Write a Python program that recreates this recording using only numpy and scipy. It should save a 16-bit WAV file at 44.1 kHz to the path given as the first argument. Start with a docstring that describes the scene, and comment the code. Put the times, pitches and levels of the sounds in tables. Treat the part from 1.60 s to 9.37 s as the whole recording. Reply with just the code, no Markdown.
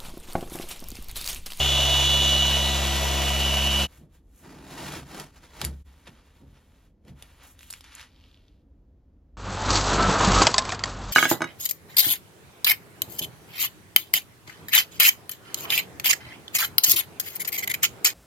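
"""First an orbital polisher throbs, rubs and whines on a car wing in a workshop, then stops abruptly.
Masking tape crackles off the panel, which drums along and booms when the tape snaps free.
A cloth wipes the paint, then rustles and clicks softly in the hands over a low room rumble.
Machine tones are sines locked to shaft rotation; rub, tape and cloth are coloured random grains;
blows and clicks excite resonances."""
import sys
import numpy as np
from scipy import signal
from scipy.fft import rfft, irfft, next_fast_len
from scipy.io import wavfile
from scipy.ndimage import uniform_filter1d, map_coordinates

SR = 44100
rng = np.random.default_rng(int(sys.argv[2]) if len(sys.argv) > 2 else 0)


def waveform_to_disk(signal):
    """Save audio, clipped to [-1, 1], as 16-bit WAV at the path in sys.argv[1]."""
    frames = np.transpose(np.atleast_2d(signal))
    scaled = np.clip(frames, -1, 1) * 32767
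    samples = np.round(scaled).astype(np.int16)
    wavfile.write(sys.argv[1], SR, samples)


N = 342657
TIME = np.arange(N) / SR
PADDED = next_fast_len(N + SR // 10)
FFT_HZ = np.arange(PADDED // 2 + 1) * SR / PADDED
SIDES = np.array([[.5], [-.5]])   # left and right share a difference equally

# speed of the gears: (time [s], tooth-mesh frequency [Hz])
MESH_SPEED = [(0, 2919), (.3, 2932), (.9, 2929), (1.3, 2921), (1.65, 2926), (2.04, 2931), (2.24, 2924)]
TEETH, PINION_TEETH, MAINS_HZ = 43, 6, 50
SPEED_WAVER = .0009   # as a share of the speed
ORBIT_RIPPLE = .34 - .18   # swing of whine and housing level, once a turn


def polisher():
    """A mains motor drives the orbiting pad through one gear pair; the pad's swing loads its sounds each turn."""
    mesh_hz = in_time(MESH_SPEED)[0]
    turns = np.cumsum(mesh_hz / TEETH * (1 + SPEED_WAVER * drift(40))) / SR
    motor_turns = turns * TEETH / PINION_TEETH
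    torque = np.sin(2 * np.pi * 2 * MAINS_HZ * TIME)   # pulses twice each mains cycle
    swing = np.sin(2 * np.pi * turns)   # the eccentric loads pad and teeth once a turn
    orbit = pad(turns, swing)
    whine, shrill = gears(turns, motor_turns, torque)
    rattle = housing(turns) * (1 + 0.08 * torque)
    hiss = rattle * (1 + ORBIT_RIPPLE * swing) + (rub() + judder()) * (1 + 0.053 * swing)
    # bodywork and walls throw the hiss back and ripple its colour
    hiss = hiss + amp(-11) * reflections(hiss, t60=.2)
    return orbit + whine * (1 + ORBIT_RIPPLE * swing) + shrill + motor(motor_turns) + hiss


# upper orbit tones: (multiple of spindle speed, level [dB], re 1.77 dB below the throb)
ORBIT_TONES = [(4, -22), (5, -16.5), (6, -20.5), (7, -24.5)]
# third harmonic of the pad: (time [s], level [dB])
THIRD_LEVEL = [(0.0, -46.5), (0.17, -46.5), (0.34, -58), (0.58, -39.5), (1.61, -42.5), (2.222, -37.5)]
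# the pad slides down the wing: (time [s], position [0 on top to 1 at the lower edge])
TRAVEL = [(.55, 0.074), (1.3, 1)]
# fundamental: (level with the pad on top [dB], level at the lower edge [dB])
THROB_LEVELS = (-28.5, -28)
# second harmonic: (level with the pad on top [dB], level at the lower edge [dB])
SECOND_LEVELS = (-34.5, -38.5)


def pad(turns, swing):
    """The orbiting pad throbs once a turn, with harmonics whose balance shifts as it slides down the wing."""
    travel = in_time(TRAVEL)[0]
    throb_db, second_db = (top + (edge - top) * travel for top, edge in (THROB_LEVELS, SECOND_LEVELS))
    throb = np.sqrt(2) * (amp(throb_db) * swing - amp(second_db) * np.sin(4 * np.pi * turns))
    unsteady_turns = turns + .012 * drift(35)
    shake = amp(throb_db - 1.77) * tones(unsteady_turns, ORBIT_TONES, waver_db=3, waver_rate=11)
    third = amp(in_time(THIRD_LEVEL)[0]) * tones(turns, [(3, 0)], waver_db=.8, waver_rate=7)
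    return throb + shake + third


# gear tones that follow the whine: (multiple of spindle speed, level against the whine [dB])
MESH_TONES = [(43, 1), (44, -13), (45, -19.5), (86, -21.5), (172, -39)]
# gear whine: (time [s], level [dB])
WHINE_LEVEL = [(0, -32), (.15, -29.5), (.35, -25), (.82, -25), (.92, -29), (1.1, -32), (1.22, -45),
               (1.55, -34.5), (2.24, -28.5)]
# higher companion of the whine: (time [s], level [dB])
UPPER_WHINE_LEVEL = [(0, -33.5), (.33, -31), (.58, -32), (0.898, -38), (1.199, -45), (1.46, -39.5),
                     (1.75, -43), (2.05, -53)]
# two shrill partials above the whine: (time [s], level [dB])
SHRILL_LEVEL = [(0, -55), (.6, -39.5), (1.1, -38), (1.55, -52), (2.2, -46.5)]
UPPER_WHINE_ORDER = 50   # multiple of spindle speed
BACKLASH_TURNS, WHINE_WAVER_DB, TORQUE_RIPPLE = .00065, 1.15, .34


def gears(turns, motor_turns, torque):
    """Meshing teeth whine at multiples of the spindle speed; backlash jitters their phase."""
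    play = turns + BACKLASH_TURNS * drift(120)   # the teeth meet early or late
    whine = amp(in_time(WHINE_LEVEL)[0]) * tones(play, MESH_TONES, WHINE_WAVER_DB, waver_rate=36)
    whine = whine * (1 + TORQUE_RIPPLE * torque)
    upper = tones(play, [(UPPER_WHINE_ORDER, 0)], waver_db=1.8, waver_rate=40)
    upper = amp(in_time(UPPER_WHINE_LEVEL)[0]) * upper
    shrill = tones(motor_turns, [(8, 0)], waver_db=1.5, waver_rate=50)
    shrill = shrill + tones(play, [(62, -7.5)], waver_db=2.5, waver_rate=50)
    return whine + upper, amp(in_time(SHRILL_LEVEL)[0]) * shrill


# armature and fan: (multiple of motor speed, level against the motor curve [dB])
MOTOR_TONES = [(2, -5), (4, -1), (12, -5.5), (14, -14), (16, -5), (24, -19)]
# armature and fan together: (time [s], level [dB])
MOTOR_LEVEL = [(0, -51), (1.38, -40.5), (2.24, -52)]


def motor(motor_turns):
    """Armature and fan sing at multiples of the motor speed."""
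    return amp(in_time(MOTOR_LEVEL)[0]) * tones(motor_turns, MOTOR_TONES, waver_db=0.5, waver_rate=21)


def tooth_knocks(turns, repeat_share=0.092, size=640):
    """Gear teeth knock unevenly: partly by chance, partly in a pattern of wear that comes round every turn."""
    wear = unit(irfft(np.exp(2j * np.pi * rng.random(size // 2 + 1))))
    share = np.clip(repeat_share, 0, 1)
    repeating = wear[(turns * size).astype(int) % size]
    return np.sqrt(share) * repeating + np.sqrt(1 - share) * grains(14000, spread_db=-0.5)


# housing modes: (frequency [Hz], width before broadening [Hz], level against its curve [dB],
# curve [0 lower, 1 upper])
HOUSING_MODES = [(2900, 350, 2, 0), (3147, 280, -6, 0), (3500, 460, -1.5, 1), (3880, 560, -9.5, 1),
                 (6520, 1500, -8.5, 1)]
# housing ring: (time [s], level of lower modes [dB], level of upper modes [dB])
HOUSING_LEVEL = [(0, -31.5, -29.5), (.54, -35.5, -27.5), (1.08, -38, -33), (1.4, -39.5, -39.5),
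                 (2.22, -33, -39)]
HOUSING_FLUTTER_DB = 1.2


def housing(turns):
    """Tooth knocks ring the gear housing; each mode flutters under the grip."""
    low_db, high_db = in_time(HOUSING_LEVEL)
    out = 0
    for hz, width, db, upper in HOUSING_MODES:
        level_db = db + (high_db if upper > .5 else low_db) + HOUSING_FLUTTER_DB * drift(22)
        once = resonate(tooth_knocks(turns), hz, 1.2 * width)
        out = out + amp(level_db) * unit(resonate(once, hz, 1.2 * width))
    return out


# colour of foam rub and cooling air: (frequency [Hz], relative density [dB per Hz])
RUB_COLOUR = [(30, -22.5), (100, -11), (200, -8), (400, -7), (680, -3), (900, -3), (1500, -6.5), (2000, -7),
              (2500, -2), (4200, -7), (5000, -9), (8800, -9.5), (11600, -12.5), (15500, -30.5)]
RUB_DB = -36.5   # rms between 450 and 1800 Hz


def rub():
    """Foam rub and cooling air make one unsteady hiss of dense grains."""
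    rubbing = grains(16000, spread_db=-0.05) * amp(0.86 * drift(50))
    return amp(RUB_DB) * colour(rubbing, RUB_COLOUR, band=(450, 1800))


# resonances under the pad: (frequency [Hz], width of each of two passes [Hz], level before bursts [dB])
JUDDER_MODES = [(633, 190, -41), (750, 110, -45), (980, 240, -49.5)]
JUDDER_BURST_DB = 3


def judder():
    """The pad grabs and slips in irregular bursts, which growl in the panel."""
    out = 0
    for hz, width, db in JUDDER_MODES:
        burst = amp(db + JUDDER_BURST_DB * drift(24))
        once = resonate(grains(1500, spread_db=1.5), hz, width)
        out = out + burst * unit(resonate(once, hz, width))
    return out


# pulls: (time of full speed [s], attack [s], hold [s], crackle level [dB], panel drumming level [dB])
PULLS = [(2.852, 0.059, 0.34, -56.5, -48.5), (3.132, 0.22, 0.06, -47, -44.5),
         (3.215, 0.21, 0.16, -42, -42.5), (3.544, 0.12, 0.07, -44.5, -44), (3.768, 0.073, 0.0068, -56, -67),
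         (3.838, 0.038, 0.0089, -53.5, -60), (4.022, 0.15, 0.006, -44.5, -52),
         (4.037, .03, 0.0049, -42, -60)]
# colour of the crackle: (frequency [Hz], relative density [dB per Hz])
TAPE_COLOUR = [(100, 3), (350, 2), (700, 0), (1300, -1), (2200, -3.5), (3500, -5.5), (6000, -10),
               (9000, -7), (11500, -11), (13000, -23), (15500, -22.5)]
# wing panel, for drumming and blows: (frequency [Hz], mode level [dB], undamped t60 [s])
PANEL_MODES = [(69.6, -2, 0.71), (134.8, -1.5, 0.31), (167.4, -14.5, 0.58), (200.7, -7.5, 0.21),
               (228.5, -10.5, 0.27), (267.5, -6.5, 0.2), (340, -3.5, 0.11), (372, -10, 0.19),
               (438, -12, 0.051), (480, -12, 0.058)]
PULL_RELEASE_S, TAPE_FREE_S = 0.087, 4.04
# the taut tape damps the panel and favours its higher modes
DRUM_RING_SHARE, DRUM_TILT_DB_PER_OCTAVE = 0.12, 9.5


def tape():
    """With each pull, glue threads break by the thousand and tug at the sheet metal."""
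    pulls = np.array([swell(at, attack_s, hold_s, PULL_RELEASE_S) for at, attack_s, hold_s, _, _ in PULLS])
    crackle_db, drum_db = np.transpose(PULLS)[3:, :, None]
    breaks = grains(9000, spread_db=0.6) * amp(1.4 * drift(130))
    # the taut strip rings at pitches that keep trading strength
    strip = sum(resonate(breaks, hz, 0.036 * hz) * drift(12) for hz in np.geomspace(450, 4000, num=14))
    crackle = colour(breaks + 0.45 * strip, TAPE_COLOUR, band=(700, 7000))
    drum = np.zeros(N)
    for k, (hz, db, t60) in enumerate(PANEL_MODES):
        gain = amp(db + DRUM_TILT_DB_PER_OCTAVE * np.log2(hz))
        drum += gain * ring(breaks, hz, DRUM_RING_SHARE * t60) * (-1) ** k
    # the steady pull keeps the panel drumming evenly
    drum = even(cut(drum, 165, "high", order=5), window_s=.03)
    stuck = np.clip((TAPE_FREE_S - TIME) / 0.022, 0, 1)   # once free, the tape no longer pulls on the panel
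    crackle_level = (amp(crackle_db) * pulls).max(axis=0)
    drum_level = (amp(drum_db) * pulls).max(axis=0)
    return crackle_level * crackle + drum_level * drum * stuck


TWANG_S, TWANG_DB, TWANG_T60_S = 4.016, -34, 0.09
TWANG_START_HZ, TWANG_END_HZ, TWANG_SAG_S = 1420, 310, 0.0043


def twang():
    """As the tape tears loose its tension drops, and its ring dives in pitch."""
    age = np.maximum(TIME - TWANG_S, 0)
    hz = TWANG_END_HZ + (TWANG_START_HZ - TWANG_END_HZ) * np.exp(-age / TWANG_SAG_S)
    level = amp(TWANG_DB - 60 * age / TWANG_T60_S)
    return level * np.sin(2 * np.pi * np.cumsum(hz * (age > 0)) / SR)


# blows on the panel: (time [s], knock level [dB], frequency the spot favours [Hz], brush level [dB]);
# both levels are before the soft low-pass
THUMPS = [(2.379, -45, 89, -56), (2.405, -51, 425, -58), (3.382, -35.5, 150, -46.5), (4.023, -30, 180, -49),
          (4.047, -28, 66, -60), (4.059, -30.5, 81.5, -46), (4.472, -44, 423, -53.5),
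          (4.805, -51, 300, -52.5), (4.828, -40.5, 143, -67), (4.926, -50, 160, -76),
          (5.441, -58, 400, -49.5), (5.476, -48.5, 354, -56), (5.503, -40.5, 121, -70)]


def thumps(octave_db=-9, soft_hz=900, brush_s=0.025):
    """Soft blows set the panel booming in the modes that move most at the spot, with a dull brush as they land."""
    at, db, spot_hz, brush_db = np.transpose(THUMPS)
    boom = np.zeros(N)
    for k, (hz, mode_db, t60) in enumerate(PANEL_MODES):
        push = np.zeros(N)
        push[np.round(at * SR).astype(int)] = amp(db + mode_db + octave_db * abs(np.log2(hz / spot_hz)))
        boom += ring(push, hz, t60) * (-1) ** k
    age = np.maximum(TIME - at[:, None], 0) / brush_s
    pressure = amp(brush_db) @ (age * np.exp(1 - age))
    dull = [(60, -22.0), (140, 10.0), (300, -0.5), (600, -10), (2000, -26.0)]   # (Hz, dB per Hz)
    brush = unit(colour(rng.standard_normal(N), dull))
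    return cut(boom + pressure * brush, soft_hz, "low")


# strokes of fabric: (time of full speed [s], attack [s], hold [s], release [s], slide level [dB],
# fibre crackle level [dB], touch [name])
STROKES = [(2.326, 0.11, 0.052, 0.08, -61, -65.5, "brush"), (2.547, 0.062, .01, 0.06, -67, -72, "brush"),
           (2.786, 0.12, 0.049, 0.045, -68, -65.5, "brush"), (4.1, 0.046, 0.17, .08, -73, -75.5, "brush"),
           (4.268, 0.02, 0.27, .1, -66, -75.5, "wipe"), (4.474, 0.033, 0.011, 0.04, -51, -73, "wipe"),
           (4.475, 0.006, 0.0038, 0.014, -44.5, -72, "wipe"), (4.533, .1, 0.066, 0.26, -64.5, -82, "wipe"),
           (4.653, .08, 0.041, .15, -67, -78, "wipe"), (4.758, 0.089, 0.038, 0.15, -67, -76, "wipe"),
           (4.965, 0.1, .01, 0.047, -63, -82, "wipe"), (4.888, 0.18, 0.38, 0.059, -71, -80, "wipe"),
           (5.485, 0.042, 0.006, 0.06, -59, -71, "gather"), (5.59, 0.064, 0.07, 0.87, -62, -71.5, "gather"),
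           (5.825, 0.11, 0.023, 0.1, -55, -77, "gather"),
           (5.833, 0.016, 0.082, 0.054, -62.5, -60, "gather"),
           (6.012, 0.055, 0.17, 0.049, -60, -63, "fumble"), (6.242, 0.01, 0.008, 0.19, -53, -82, "rub"),
           (6.39, 0.21, 0.048, 0.059, -50, -72, "rub")]
# ways of touching the cloth, by name: (low cut [Hz], rasp [dB], slips [per s], spread of slip sizes [dB])
TOUCHES = {"brush": (295, -12, 20004.5, 0), "wipe": (150, -25.5, 9010, 2), "gather": (438, -20, 10997.5, 0),
           "fumble": (1206, 3, 2900, 0.85), "rub": (1330, -31, 13001, 3)}
# colour of the slide: (frequency [Hz], relative density [dB per Hz])
CLOTH_COLOUR = [(200, -1), (500, 5.5), (1000, 6), (1900, 3.5), (3300, 1.5), (5000, -5), (8000, -9),
                (11000, -6), (15000, -51)]
# colour of catching fibres: (frequency [Hz], relative density [dB per Hz])
FIBRE_COLOUR = [(3000, -40), (6000, -6.5), (8500, 0.5), (11600, -2), (13000, -9), (15500, -14)]


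def cloth(rasp_hz=3500, rasp_width_hz=1500, grip_db=1.0, grip_rate=30):
    """Fabric slips softly, each touch with its own low cut and rasp; catching fibres add a fine crackle."""
    fibres = colour(grains(5400, spread_db=1.0), FIBRE_COLOUR, band=(10000, 15000))
    sliding, catching = dict.fromkeys(TOUCHES, 0), 0
    for at, attack_s, hold_s, release_s, slide_db, fibre_db, touch in STROKES:
        speed = swell(at, attack_s, hold_s, release_s)
        sliding[touch] = np.maximum(sliding[touch], amp(slide_db) * speed)
        catching = np.maximum(catching, amp(fibre_db) * speed)
    out = catching * fibres
    grip = amp(grip_db * drift(grip_rate))   # the fabric drags unevenly
    for touch, (low_hz, rasp_db, per_s, spread_db) in TOUCHES.items():
        slips = cut(grains(per_s, spread_db), low_hz, "high")
        rasp = amp(rasp_db) * resonate(slips, rasp_hz, rasp_width_hz)
        out += grip * sliding[touch] * colour(slips + rasp, CLOTH_COLOUR, band=(900, 5000))
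    return out


# tape snaps and handling clicks: (time [s], peak before an 8 dB lift and low-pass [dB], ring [Hz],
# treble before the bright lift [dB])
CLICKS = [(3.5985, -30, 3210, -12), (4.015, -22, 3330, -18), (4.0438, -26.5, 2700, -13),
          (4.049, -19.5, 4250, -1), (4.476, -57, 2600, -30), (5.45, -60, 3500, -16),
          (5.481, -53, 2620, -25), (5.624, -37, 2700, -11), (5.9915, -41.5, 3180, -17),
          (6.008, -45, 2300, -25), (6.0303, -41.5, 2870, -16), (6.1025, -33.5, 4640, -7),
          (6.1064, -27, 4700, 3.5), (6.1268, -31, 5140, -1), (6.137, -31, 2440, -12),
          (6.208, -40, 4170, -13), (6.242, -44, 3120, -29), (6.351, -33.5, 2260, 17),
          (6.4118, -37.5, 4300, -33)]
CRACK_S = .0005   # time to the crack's peak


def clicks(tail_s=0.017, tail_db=-18, width_hz=1200, body_db=-9,
           bright_db=6, bright_hz=8500, bright_width_hz=6000):
    """A sharp crack with a short ring and a scatter after it."""
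    out, t = np.zeros(N), TIME[:SR // 10]
    for s, db, hz, treble_db in CLICKS:
        strike = t / CRACK_S * np.exp(1 - t / CRACK_S)
        scatter = amp(tail_db) * np.exp(-t / tail_s)
        crack = rng.standard_normal(len(t)) * (strike + scatter)
        body = amp(body_db) * cut(cut(crack, 710, "high", order=1), 14000, "low")
        snap = resonate(resonate(crack, bright_hz, bright_width_hz), bright_hz, bright_width_hz)
        click = resonate(crack, hz, width_hz) + body + amp(treble_db + bright_db) * snap
        at = round(s * SR)
        out[at:at + len(t)] += amp(db + 8.0) * click / abs(click).max()
    return cut(out, 11700, "low", order=4)


# buckling folds: (time [s], peak before the lift and low-pass [dB])
CRINKLES = [(6.562, -50), (6.5779, -54), (6.5869, -58), (6.6104, -49), (6.6397, -48), (6.6514, -57),
            (6.6604, -56), (6.6874, -56), (6.7141, -51), (6.744, -47), (6.764, -55), (6.7735, -54),
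            (6.882, -53)]
# colour of the crackle of small folds: (frequency [Hz], relative density [dB per Hz])
FOLD_COLOUR = [(700, -6.5), (1800, -9), (3200, -3), (4400, -6.5), (6200, -17), (12000, -18.5),
               (15000, -39.5)]
# crackle of small folds: (time [s], level [dB])
FOLD_LEVEL = [(6.4, -110), (6.5, -68), (6.66, -64.5), (6.88, -73), (7.02, -83), (7.08, -110)]


def crinkles(level_db=3, ring_hz=3300, width_hz=2100, snap_s=0.0006, top_hz=5800):
    """Folds of the cloth buckle with small dry ticks, each at a slightly different pitch."""
    out, t = np.zeros(N), TIME[:SR // 50]
    for s, db in CRINKLES:
        hz = ring_hz * 2 ** rng.normal(0, 0.11)
        snap = rng.standard_normal(len(t)) * np.exp(-t / snap_s)
        tick = resonate(resonate(snap, hz, width_hz), hz, width_hz)
        at = round(s * SR)
        out[at:at + len(t)] += amp(db + level_db) * tick / abs(tick).max()
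    # between them runs a steady crackle of smaller folds, fading as the hands come to rest
    folds = even(colour(grains(3000, spread_db=1.5), FOLD_COLOUR, band=(2000, 5000)), window_s=.012)
    return cut(out, top_hz, "low") + amp(in_time(FOLD_LEVEL)[0]) * folds


# workshop rumble: (frequency [Hz], relative density [dB per Hz])
RUMBLE_COLOUR = [(20, -12), (45, -1.5), (75, -2.5), (115, -17.5), (160, -17), (210, -19.5), (275, -16),
                 (380, -27), (500, -27.5), (750, -37), (1100, -45), (2500, -55), (15000, -68)]
RUMBLE_DB = -55


def room_rumble():
    """Steady noise, coloured towards the bass, fills the workshop."""
    return amp(RUMBLE_DB) * unit(colour(rng.standard_normal(N), RUMBLE_COLOUR))


# reflections that differ between the ports: (frequency [Hz], level [dB])
SPREAD = [(60, -34.5), (140, -15.5), (220, -9), (620, -10), (1100, -5), (1800, -44), (2800, -17.5),
          (4200, -13.5), (6000, -6.5), (11000, -19), (14000, -30.5)]


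def stereo(mid, t60):
    """Close sounds reach both ports alike; only their reflections differ."""
    side = colour(reflections(mid, t60), SPREAD)
    return np.array([mid + side, mid - side])


def reflections(x, t60, delay=0.0021):
    """A dense dying tail of the same power as the sound."""
    t = TIME[:SR // 2]
    tail = rng.standard_normal(len(t)) * np.exp(-np.log(1000) * t / t60) * (t > delay)
    return signal.fftconvolve(x, tail / np.sqrt(np.sum(tail ** 2)))[:N]


def tones(turns, orders, waver_db, waver_rate):
    """Multiples of a shaft's rotation, each wavering in strength."""
    out = 0
    for k, db in orders:
        strength = np.sqrt(2) * amp(db + waver_db * drift(waver_rate))
        out = out + strength * np.sin(2 * np.pi * (round(k) * turns + rng.random()))
    return out


def swell(at, attack_s, hold_s, release_s):
    """A hand movement: grows tenfold over the attack, holds, and falls to a tenth over the release."""
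    early, late = np.maximum(at - TIME, 0), np.maximum(TIME - at - hold_s, 0)
    return 10 ** -np.minimum(early / attack_s + late / release_s, 10)


def grains(per_s, spread_db):
    """Random tiny slips of uneven size; rms 1."""
    size = amp(spread_db * np.minimum(rng.exponential(1, N), 5))
    return unit((rng.random(N) < per_s / SR) * size * rng.standard_normal(N))


def drift(rate):
    """A smooth curve through random knots of spread 1, at so many knots a second."""
    knots = rng.standard_normal(4000)
    return map_coordinates(knots, [TIME * rate], order=3, mode="wrap")


def resonate(x, hz, width_hz):
    """A resonance with gain 1 on top."""
    r = np.exp(-np.pi * width_hz / SR)
    zeros = np.array([1, 0, -1]) * (1 - r * r) / 2
    return signal.lfilter(zeros, [1, -2 * r * np.cos(2 * np.pi * hz / SR), r * r], x + 1e-18)


def ring(x, hz, t60):
    """A unit click sets a decaying sine of initial height 1 ringing."""
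    r, w = np.exp(-np.log(1000) / (t60 * SR)), 2 * np.pi * hz / SR
    return signal.lfilter([0, np.sin(w)], [1, -2 * r * np.cos(w), r * r], x + 1e-18)


def cut(x, hz, kind, order=2):
    """Butterworth low- or high-pass."""
    return signal.sosfilt(signal.butter(order, min(hz, SR / 2 - 1), kind, fs=SR, output="sos"), x + 1e-18)


def gains(spectrum):
    """A short spectrum as a gain at every frequency."""
    points, db = np.transpose(spectrum)
    return amp(np.interp(np.log(FFT_HZ + 1), np.log(points), db))


def colour(x, spectrum, band=None):
    """Filter by a spectrum; if a band is given, the rms within it becomes 1."""
    shaped = rfft(x, PADDED) * gains(spectrum)
    if band:
        inside = (FFT_HZ > band[0]) & (FFT_HZ < band[1])
        shaped = shaped * np.sqrt(N * PADDED / 2 / np.sum(abs(shaped[inside]) ** 2))
    return irfft(shaped, PADDED)[:N]


def even(x, window_s):
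    """Level out slow swings of strength and keep the fine grain; rms 1."""
    power = uniform_filter1d(x ** 2, int(window_s * SR))
    return unit(x / np.sqrt(abs(power) + 1e-12))


def in_time(rows):
    """Each column of a curve at every sample."""
    s, *columns = np.transpose(rows)
    return [np.interp(TIME, s, c) for c in columns]


def amp(db):
    """Decibels to gain."""
    return 10 ** (np.asarray(db) / 20)


def unit(x):
    """Scale to rms 1."""
    return x / np.sqrt(np.mean(x ** 2) + 1e-20)


# uneven bass of the machine between the ears: (frequency [Hz], left minus right [dB])
MACHINE_BALANCE = [(70, 2.5), (140, -3.5), (300, 0.5), (1500, 0)]
STOP_S, STOP_FADE_S = 2.272, 0.038   # the machine is silent from STOP_S, after this fade
DIP_S, DIP_WIDTH_S, DIP_DB = 4.239, .013, -17   # the level dips briefly


def scene():
    """First the machine, then quiet handwork, over the rumble of the room."""
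    machine = rfft(stereo(polisher(), t60=.15), PADDED)
    machine = irfft(machine * gains(MACHINE_BALANCE) ** SIDES, PADDED)[:, :N]
    handwork = tape() + twang() + cloth() + clicks() + crinkles()
    quiet = thumps() + handwork + amp(-13.0) * reflections(handwork, t60=0.11) + room_rumble()
    running = np.clip((STOP_S - TIME) / STOP_FADE_S, 0, 1)
    dip = amp(DIP_DB * np.exp(-((TIME - DIP_S) / DIP_WIDTH_S) ** 2))
    return running * machine + dip * stereo(quiet, t60=0.024)


# left and right part in the treble: (frequency [Hz], phase by which left leads [radians])
TREBLE_PHASE = [(0, 0), (2300, 0), (3100, .55), (5250, .3), (5750, -1.5), (6800, -.7), (7550, -2.3),
                (8700, -3.1), (9600, -3.3), (11600, -5), (12400, -6.28), (16000, -6.28)]
CUTOFF_HZ = 15900


def record(dry, bass_hz=35):
    """Left and right differ in treble phase; deep bass and the top are cut."""
    phase_turn = np.exp(1j * SIDES * np.interp(FFT_HZ, *np.transpose(TREBLE_PHASE)))
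    bass_cut = FFT_HZ ** 2 / np.hypot(FFT_HZ ** 2, bass_hz ** 2)
    heard = irfft(rfft(dry, PADDED) * phase_turn * bass_cut, PADDED)[:, :N]
    return signal.sosfilt(signal.ellip(12, .05, 80, CUTOFF_HZ, fs=SR, output="sos"), heard)


dry = scene()
out = record(dry)
waveform_to_disk(out)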